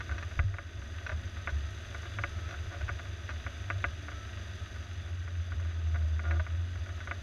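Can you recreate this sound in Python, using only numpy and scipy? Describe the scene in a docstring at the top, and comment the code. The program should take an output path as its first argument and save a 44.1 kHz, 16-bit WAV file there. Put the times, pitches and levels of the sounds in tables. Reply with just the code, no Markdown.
"""A small four-cylinder off-roader crawls along a rutted forest track, heard from behind the bonnet.
From the start the engine drones in sine orders, its valve gear ticks and the cabin booms in shaped noise.
A light fitting rattles and a loose panel knocks and chatters, both as decaying modes; jolts thump low.
Later the brakes sing faintly on wavering sines.
Near the end the engine lugs down into the cabin's resonance, then picks up again."""
import sys
import numpy as np
from scipy import signal
from scipy.fft import rfft, irfft, next_fast_len
from scipy.io import wavfile
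from scipy.ndimage import uniform_filter1d, minimum_filter1d, map_coordinates

SR = 44100
rng = np.random.default_rng(int(sys.argv[2]) if len(sys.argv) > 2 else 0)


def generate_wav(sig):
    """Save sig (samples, or channels by samples) to the path in sys.argv[1] as 16-bit PCM at SR."""
    pcm = np.round(np.clip(np.atleast_2d(sig).T, -1, 1) * 32767).astype(np.int16)
    wavfile.write(sys.argv[1], SR, pcm)


N = 318402


def amp(db):
    """Decibels to amplitude."""
    return 10 ** (np.asarray(db) / 20)


def unit(x):
    """x scaled to rms 1."""
    return x / np.sqrt(np.mean(x ** 2) + 1e-20)


def along(points, hz):
    """A spectrum of (Hz, dB) points, interpolated on a log frequency axis."""
    f, v = np.transpose(points)
    return np.interp(np.log(hz + 1), np.log(f + 1), v)


def wobble(rate):
    """A smooth random curve with rate knots a second."""
    knots = rng.standard_normal(int(N * rate / SR) + 4)
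    return map_coordinates(knots, [np.arange(N) * rate / SR])


def filtered(x, response):
    """x with its spectrum multiplied by a response of frequency."""
    m = next_fast_len(N + SR // 2)
    hz = np.fft.rfftfreq(m, 1 / SR)
    return irfft(rfft(x, m) * response(hz), m)[:N]


def coloured(x, spectrum, peaks=()):
    """x at rms 1 with a broad spectrum and narrow resonances on top."""
    def response(hz):
        lift_db = sum(db / (1 + (2 * (hz - centre) / width) ** 2) for centre, width, db in peaks)
        return amp(along(spectrum, hz) + lift_db)
    return unit(filtered(x, response))


def blows(times, sizes):
    """A train of impulses."""
    samples = np.clip(np.round(times * SR).astype(int), 0, N)
    return np.bincount(samples, sizes, N + 1)[:N]


def passes(turns, offset):
    """The times at which a count of turns passes each whole number plus offset."""
    return np.interp(np.arange(offset, turns[-1], 1), turns, np.arange(N) / SR)


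def tilted(modes, slope_db):
    """The same modes with their balance tilted by slope_db per octave."""
    return [(hz, db + slope_db * np.log2(hz / SR), t60) for hz, db, t60 in modes]


def ring(modes, contact_hz, rise):
    """One blow on a part, peak 1; a softer contact leaves out the high modes."""
    t = np.arange(SR // 8) / SR
    y = sum(amp(db - 60 * t / t60) * np.cos(2 * np.pi * hz * t) for hz, db, t60 in modes)
    # the contact force builds up over rise seconds, so the blow lands as a clunk
    y = y * (1 - np.exp(-t / rise))
    y = signal.sosfilt(signal.butter(6, contact_hz, fs=SR, output="sos"), y)
    return y / np.abs(y).max()


def engine_speed():
    """Firings per second at each moment, sagging near the end as the engine lugs."""
    # engine speed: t/s, firing rate/Hz
    speed_points = [(0, 95.5), (1.25, 95.5), (1.6, 98), (1.95, 104), (2.8, 100), (3.2, 96.2), (3.55, 100.5),
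                    (3.9, 96.8), (4.2, 99.5), (4.6, 97.3), (5.3, 88.7), (5.6, 86.7), (6.05, 80),
                    (6.35, 81.2), (6.85, 93), (7.22, 93.5)]
    times, rates = np.transpose(speed_points)
    return np.interp(np.arange(N) / SR, times, rates)


def drone_level(speed):
    """The firing tone grows as its rate nears the cabin resonance; in dB."""
    base_db, cabin_hz, cabin_width_hz, cabin_lift_db = -52, 81.6, 19.7, 21
    # brief swells and dips of the drone: t/s at the centre, length/s, change/dB
    swell_table = [(2.196, 0.15, 11.5), (3.744, 0.35, 11.5), (6.214, 0.19, -4), (6.34, 0.23, 5),
                   (6.459, .08, -26), (6.667, 0.38, 6)]
    t = np.arange(N) / SR
    lift = cabin_lift_db / (1 + (2 * (speed - cabin_hz) / cabin_width_hz) ** 2)
    swells = 0
    for s, length, db in swell_table:
        swells = swells + db * np.cos(np.pi * np.clip((t - s) / length, -.5, .5)) ** 2
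    return base_db + lift + swells


def drone(firings, drone_db):
    """A sine just under the firing rate, steadier when loud, and weaker orders from unequal cylinders."""
    # weaker engine orders: multiple of the firing rate, mean level/dB
    order_table = [(.5, -65), (1.5, -67.5), (2, -71), (2.5, -69.5), (3, -68.5), (3.5, -73.5), (4, -85),
                   (4.5, -80)]
    unsteady = np.interp(drone_db, [-46, -33], [1, .35])

    def tone(multiple):
        phase = 2 * np.pi * (multiple * firings + rng.random())
        return np.sqrt(2) * np.sin(phase + 0.11 * unsteady * wobble(11))

    orders = sum(amp(db + 4.0 * wobble(5)) * tone(multiple) for multiple, db in order_table)
    return amp(drone_db + 2 * unsteady * wobble(19)) * tone(0.98) + orders


def at_speed(speed):
    """Murmur, clatter, hiss and rumble in dB at each moment's engine speed."""
    # levels by speed: firing rate/Hz, chassis murmur/dB, valve clatter/dB, belt and fan hiss/dB,
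    # spring rumble/dB; murmur and rumble are for smooth ground
    speed_levels = [(80.5, -56.5, -54, -63.5, -70), (89.7, -59, -54, -63.5, -62),
                    (95.7, -56.5, -52.5, -61.6, -58), (105.5, -55.5, -50.5, -59.5, -52.5)]
    rates, *levels = np.transpose(speed_levels)
    return [np.interp(speed, rates, level) for level in levels]


def valves(firings, t60, jitter, count=8):
    """Eight valves seat once a cycle of four firings, each with a decaying noise tick of its own."""
    t = np.arange(SR // 16) / SR
    ticks = np.zeros(N)
    for valve in range(count):
        times = passes(firings / 4, valve / count)
        chance = rng.standard_normal((len(times), 2))
        valve_db = 2 * rng.standard_normal()
        tick = rng.standard_normal(len(t)) * amp(-60 * t / t60 + valve_db)
        seatings = blows(times + jitter * chance[:, 0], amp(1.95 * chance[:, 1]))
        ticks += signal.fftconvolve(seatings, tick)[:N]
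    return unit(ticks)


def machinery(firings, murmur_db, clatter_db, hiss_db):
    """Valve ticks and noise that pulses with the engine cycle pass through the bay and the chassis."""
    # spectra before levelling: f/Hz, relative level/dB per Hz
    murmur_spectrum = [(100, -53), (170, -8.5), (210, 3.5), (280, -3), (355, 3), (430, -3), (510, -9.5),
                       (565, 0), (690, 0.5), (760, -9.5), (850, -10), (1100, -10), (2000, -37), (5000, -85)]
    clatter_spectrum = [(300, -33), (800, -28), (1030, -14.5), (1250, 2.5), (1800, 1), (2150, -4),
                        (2650, -2.5), (3100, -8.5), (3500, -5), (3870, -4), (4020, -14.5), (4500, -23.5),
                        (6000, -41.5), (14000, -53)]
    hiss_spectrum = [(2500, -39), (4100, -9), (4480, -10), (4770, -2.5), (5100, -9.5), (5580, -16),
                     (5920, -3), (6330, -2.5), (6700, -13.5), (7050, -16), (8000, -24), (10500, -23.5),
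                     (12600, -27), (13400, -34)]
    # engine bay resonances: f/Hz, width/Hz, lift/dB
    bay_peaks = [(1282, 13.4, 10), (1343, 120, -3.5), (1532, 45, 6.5), (1890, 56, 4.5), (2930, 19, 8.5),
                 (3334, 240, 5.5), (3514, 26, 10)]
    # one pulse a cycle and one a firing
    pulsing = amp(0.59 * np.cos(np.pi * firings / 2) + 1.0 * np.cos(2 * np.pi * firings))

    def rush():
        return unit(pulsing * rng.standard_normal(N))

    clatter_source = 1.16 * valves(firings, t60=0.067, jitter=.00004) + rush()
    hiss_source = 0.85 * valves(firings, t60=0.081, jitter=.00002) + rush()
    murmur_source = 0.5 * valves(firings, t60=0.023, jitter=.0001) + rush()
    clatter = amp(clatter_db) * coloured(clatter_source, clatter_spectrum, bay_peaks)
    hiss = amp(hiss_db) * coloured(hiss_source, hiss_spectrum)
    murmur = amp(murmur_db) * coloured(murmur_source, murmur_spectrum)
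    return clatter + hiss + murmur


def rocking():
    """Each bump moves the body quickly, then the dampers settle it; in dB over smooth ground."""
    rise_s, settle_s = 0.055, 0.1
    # wheels rolling over bumps: t/s, strength/dB over smooth ground
    bump_table = [(.13, 6.5), (.8, 4.5), (1.15, 7.5), (1.53, 4.5), (2.37, 5.5), (2.62, 4.5), (2.85, 8),
                  (3.37, 4.5), (3.85, 5.5), (4.2, -2), (4.72, 0), (5.58, 6.5), (5.95, 5), (6.8, 3.5)]
    t = np.arange(N) / SR

    def shape(u):
        return np.exp(-np.where(u < 0, u / rise_s, u / settle_s) ** 2)

    return sum(db * shape(t - s) for s, db in bump_table)


def body(boom_db, rumble_db):
    """Rough ground keeps cabin and springs sounding as low noise; jolts add decaying sine thumps."""
    # spectra before levelling: f/Hz, relative level/dB per Hz
    boom_spectrum = [(15, -51), (40, -23), (55, -26), (67, -2), (77, 4.5), (88, -7), (105, -11), (125, -20),
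                     (150, -28.5), (200, -43), (400, -91), (900, -120)]
    rumble_spectrum = [(5, -34), (14, -15), (25, 1), (48, -1), (70, -2), (200, -61)]
    # the suspension jolts the body: t/s, f/Hz, level/dB before the onset softens it, t60/s
    jolt_table = [(0.372, 36.4, -27.5, 0.59), (0.391, 74, -11.5, 0.15), (.44, 96.8, -16, 0.26),
                  (1.523, 70.9, -28, 0.94), (2.235, 42, -42, .25)]
    boom = coloured(rng.standard_normal(N), boom_spectrum)
    # the boom flutters quickly, while its slow swells follow the rocking
    boom /= np.sqrt(np.abs(uniform_filter1d(boom ** 2, int(.16 * SR))) + 1e-6)
    y = amp(boom_db) * boom
    y += amp(rumble_db) * coloured(rng.standard_normal(N), rumble_spectrum)
    for s, hz, db, t60 in jolt_table:
        t = np.maximum(np.arange(N) / SR - s, 0)
        onset = 1 - np.exp(-t / 0.0074)
        y += amp(db - 60 * t / t60) * np.sin(2 * np.pi * hz * t) * onset
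    return y


def fitting(count=3):
    """Each rattle is a modal contact and two quick, weaker rebounds."""
    # modes of the light fitting: f/Hz, relative level/dB, t60/s
    fitting_modes = [(626, -9, 0.056), (1000, -15, 0.068), (1200, -6.5, 0.054), (1520, 3, 0.036),
                     (1610, -3.5, 0.03), (1767, 8.5, 0.0099), (2040, -5, 0.028), (2510, -7, 0.027),
                     (3240, -18.5, 0.033), (4050, -18, .03), (5750, -17.5, 0.021)]
    # rattles: t/s, level/dB (the first contact peaks 3 dB higher), brightness/dB per octave
    rattle_table = [(0.005, -31.5, 0.5), (0.113, -35, 0), (0.181, -33.5, 5), (0.226, -34.5, 2),
                    (0.311, -40, -3), (1.064, -31.5, 3), (1.093, -29.5, -1.5), (1.117, -34.5, -2),
                    (1.491, -34, 1), (2.489, -38.5, -2), (2.509, -40, 5), (2.81, -37.5, -3),
                    (2.881, -35.5, 0), (3.291, -31, 0.5), (3.306, -38.5, 5.5), (4.76, -41.5, 0),
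                    (6.308, -36.5, 2), (6.396, -31, -4.5), (7.004, -38, 1)]
    y = np.zeros(N + SR)
    for s, db, bright_db in rattle_table:
        for bounce in range(count):
            # the point of contact wanders, so each bounce rings differently
            struck = tilted(fitting_modes, bright_db)
            modes = [(hz, level + 2 * rng.standard_normal(), t60) for hz, level, t60 in struck]
            tick = ring(modes, contact_hz=5840, rise=0.00043)
            at = s + .0005 + bounce * 0.0043 * (1 + 0.4 * rng.uniform(-0.8, 1))
            y[int(at * SR):][:len(tick)] += amp(db + 3.0 - 3.1 * bounce) * tick
    return y[:N]


def panel(firings):
    """Modal knocks, brighter when harder, over a buzz timed by the firings and random light taps."""
    knock_scatter_db, buzz_jitter_s, buzz_scatter_db = 1.0, .0025, 2
    # modes of the loose panel: f/Hz, relative level/dB, t60/s
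    panel_modes = [(210, -24, .05), (335.7, -13, 0.097), (571, -11, 0.13), (690.3, -5, 0.058),
                   (1050, -17.5, 0.062), (1206, -3.5, 0.066), (1342, -4, 0.039), (1468, 6.5, 0.033),
                   (1626, -5.5, 0.091), (1702, 2, 0.022), (1802, -3.5, 0.039), (2028, 3, 0.029),
                   (2204, 3.5, 0.022), (2405, -7, 0.032), (2626, -12.5, 0.067), (3000, -14, 0.03)]
    # knocks: t/s, peak level/dB ahead of the notches
    knock_table = [(0.093, -31), (0.391, -19), (0.54, -30), (0.584, -24.5), (0.818, -38), (1.368, -39),
                   (1.473, -21), (1.946, -29.5), (2.03, -36.5), (2.054, -35), (2.186, -23.5), (2.237, -18),
                   (2.386, -37.5), (2.54, -35.5), (2.721, -40), (2.891, -24), (2.994, -32.5), (3.054, -39),
                   (3.464, -27), (3.701, -18.5), (3.841, -15), (4.083, -30.5), (4.116, -36), (5.277, -35.5),
                   (5.519, -33), (5.598, -40.5), (5.649, -42), (5.71, -40), (5.944, -34), (5.957, -31),
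                   (6.017, -42.5), (6.193, -29.5), (6.253, -34), (6.31, -24.5), (6.465, -32.5),
                   (6.756, -38.5), (6.861, -39), (6.89, -37.5), (7.073, -29), (7.111, -21.5)]
    # the panel buzzing against its stop: start t/s, end t/s, mean contact level/dB ahead of the notches
    chatter_table = [(0.11, 0.231, -47.5), (2.486, 2.56, -43), (2.711, 2.763, -39.5), (5.051, 5.1, -49),
                     (5.575, 5.727, -54.5), (6.225, 6.381, -40)]
    # notches where the panel radiates poorly: f/Hz, Q
    node_table = [(480, 7.1), (860, 8.3)]
    y = np.zeros(N + SR)
    for s, db in knock_table:
        struck = tilted(panel_modes, slope_db=np.interp(db, [-32, -15], [-1, 1]))
        modes = [(hz, level + knock_scatter_db * rng.standard_normal(), t60) for hz, level, t60 in struck]
        knock = ring(modes, contact_hz=np.interp(db, [-32, -15], [2200, 3000]), rise=0.00038)
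        y[int((s + .0006) * SR):][:len(knock)] += amp(db) * knock
    # where it lies lightly on its stop, each firing shakes it once
    times = passes(firings, 0)
    chance = rng.standard_normal((len(times), 2))
    sizes = sum(amp(db) * (times > start) * (times < end) for start, end, db in chatter_table)
    buzz = blows(times + buzz_jitter_s * chance[:, 0], sizes * amp(buzz_scatter_db * chance[:, 1]))
    # small bumps tap it at random, eight times a second on average
    taps = rng.random((int(8 * N / SR), 2))
    buzz += blows(taps[:, 0] * N / SR, amp(-46.0 - 12 * taps[:, 1]))
    soft = ring(tilted(panel_modes, slope_db=-5.0), contact_hz=2245, rise=0.00098)
    y = y[:N] + signal.fftconvolve(buzz, soft)[:N]
    for hz, q in node_table:
        y = signal.lfilter(*signal.iirnotch(hz, q, SR), y)
    return y


def brakes():
    """A dragging pad sings briefly on one wavering note, a sine that swells and fades."""
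    # brakes rubbing faintly: start t/s, end t/s, f/Hz, mean level/dB at the height of the swell
    squeal_table = [(1.55, 1.8, 1300, -59), (2.25, 2.618, 1297, -55), (4.05, 4.35, 1316, -53.5),
                    (6.198, 6.394, 1416, -48.5)]
    t = np.arange(N) / SR
    y = np.zeros(N)
    for start, end, hz, db in squeal_table:
        swell = np.sin(np.pi * np.clip((t - start) / (end - start), 0, 1))
        note = np.sin(2 * np.pi * hz * t + 0.45 * wobble(27))
        y += amp(db + 1.8 * wobble(30)) * swell * note
    return y


def limited(x):
    """A limiter: a loud moment turns the gain down; it holds, then creeps back."""
    limit_db, hold_s, recover_db_per_s = -22.5, 0.29, 11.5
    power = np.abs(uniform_filter1d(x ** 2, size=SR // 100))
    level_db = 10 * np.log10(power + 1e-12)
    hold = int(hold_s * SR)
    # the origin makes the hold look back only
    needed_db = minimum_filter1d(np.minimum(limit_db - level_db, 0), hold,
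                                 mode="constant", origin=(hold - 1) // 2)
    recovery_db = recover_db_per_s * np.arange(N) / SR
    gain_db = np.minimum.accumulate(needed_db - recovery_db) + recovery_db
    return x * amp(gain_db)


def scene():
    """Engine speed and bumps set the levels of engine and body; loose parts and brakes join in."""
    # cabin boom on smooth ground; the shares of a bump that reach the springs and the chassis
    smooth_boom_db, spring_share, chassis_share = -43, .8, 0.27
    speed = engine_speed()
    firings = np.cumsum(speed) / SR
    bump_db = rocking()
    murmur_db, clatter_db, hiss_db, rumble_db = at_speed(speed)
    engine = drone(firings, drone_level(speed))
    engine += machinery(firings, murmur_db + chassis_share * bump_db, clatter_db, hiss_db)
    cabin = body(smooth_boom_db + bump_db, rumble_db + spring_share * bump_db)
    return (engine + cabin + fitting() + panel(firings) + brakes())[None]


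def record(dry):
    """Loud moments are limited, and nothing above the band limit is kept."""
    top_hz = 14100
    return filtered(limited(dry[0]), lambda hz: hz < top_hz)[None]


dry = scene()
out = record(dry)
generate_wav(out)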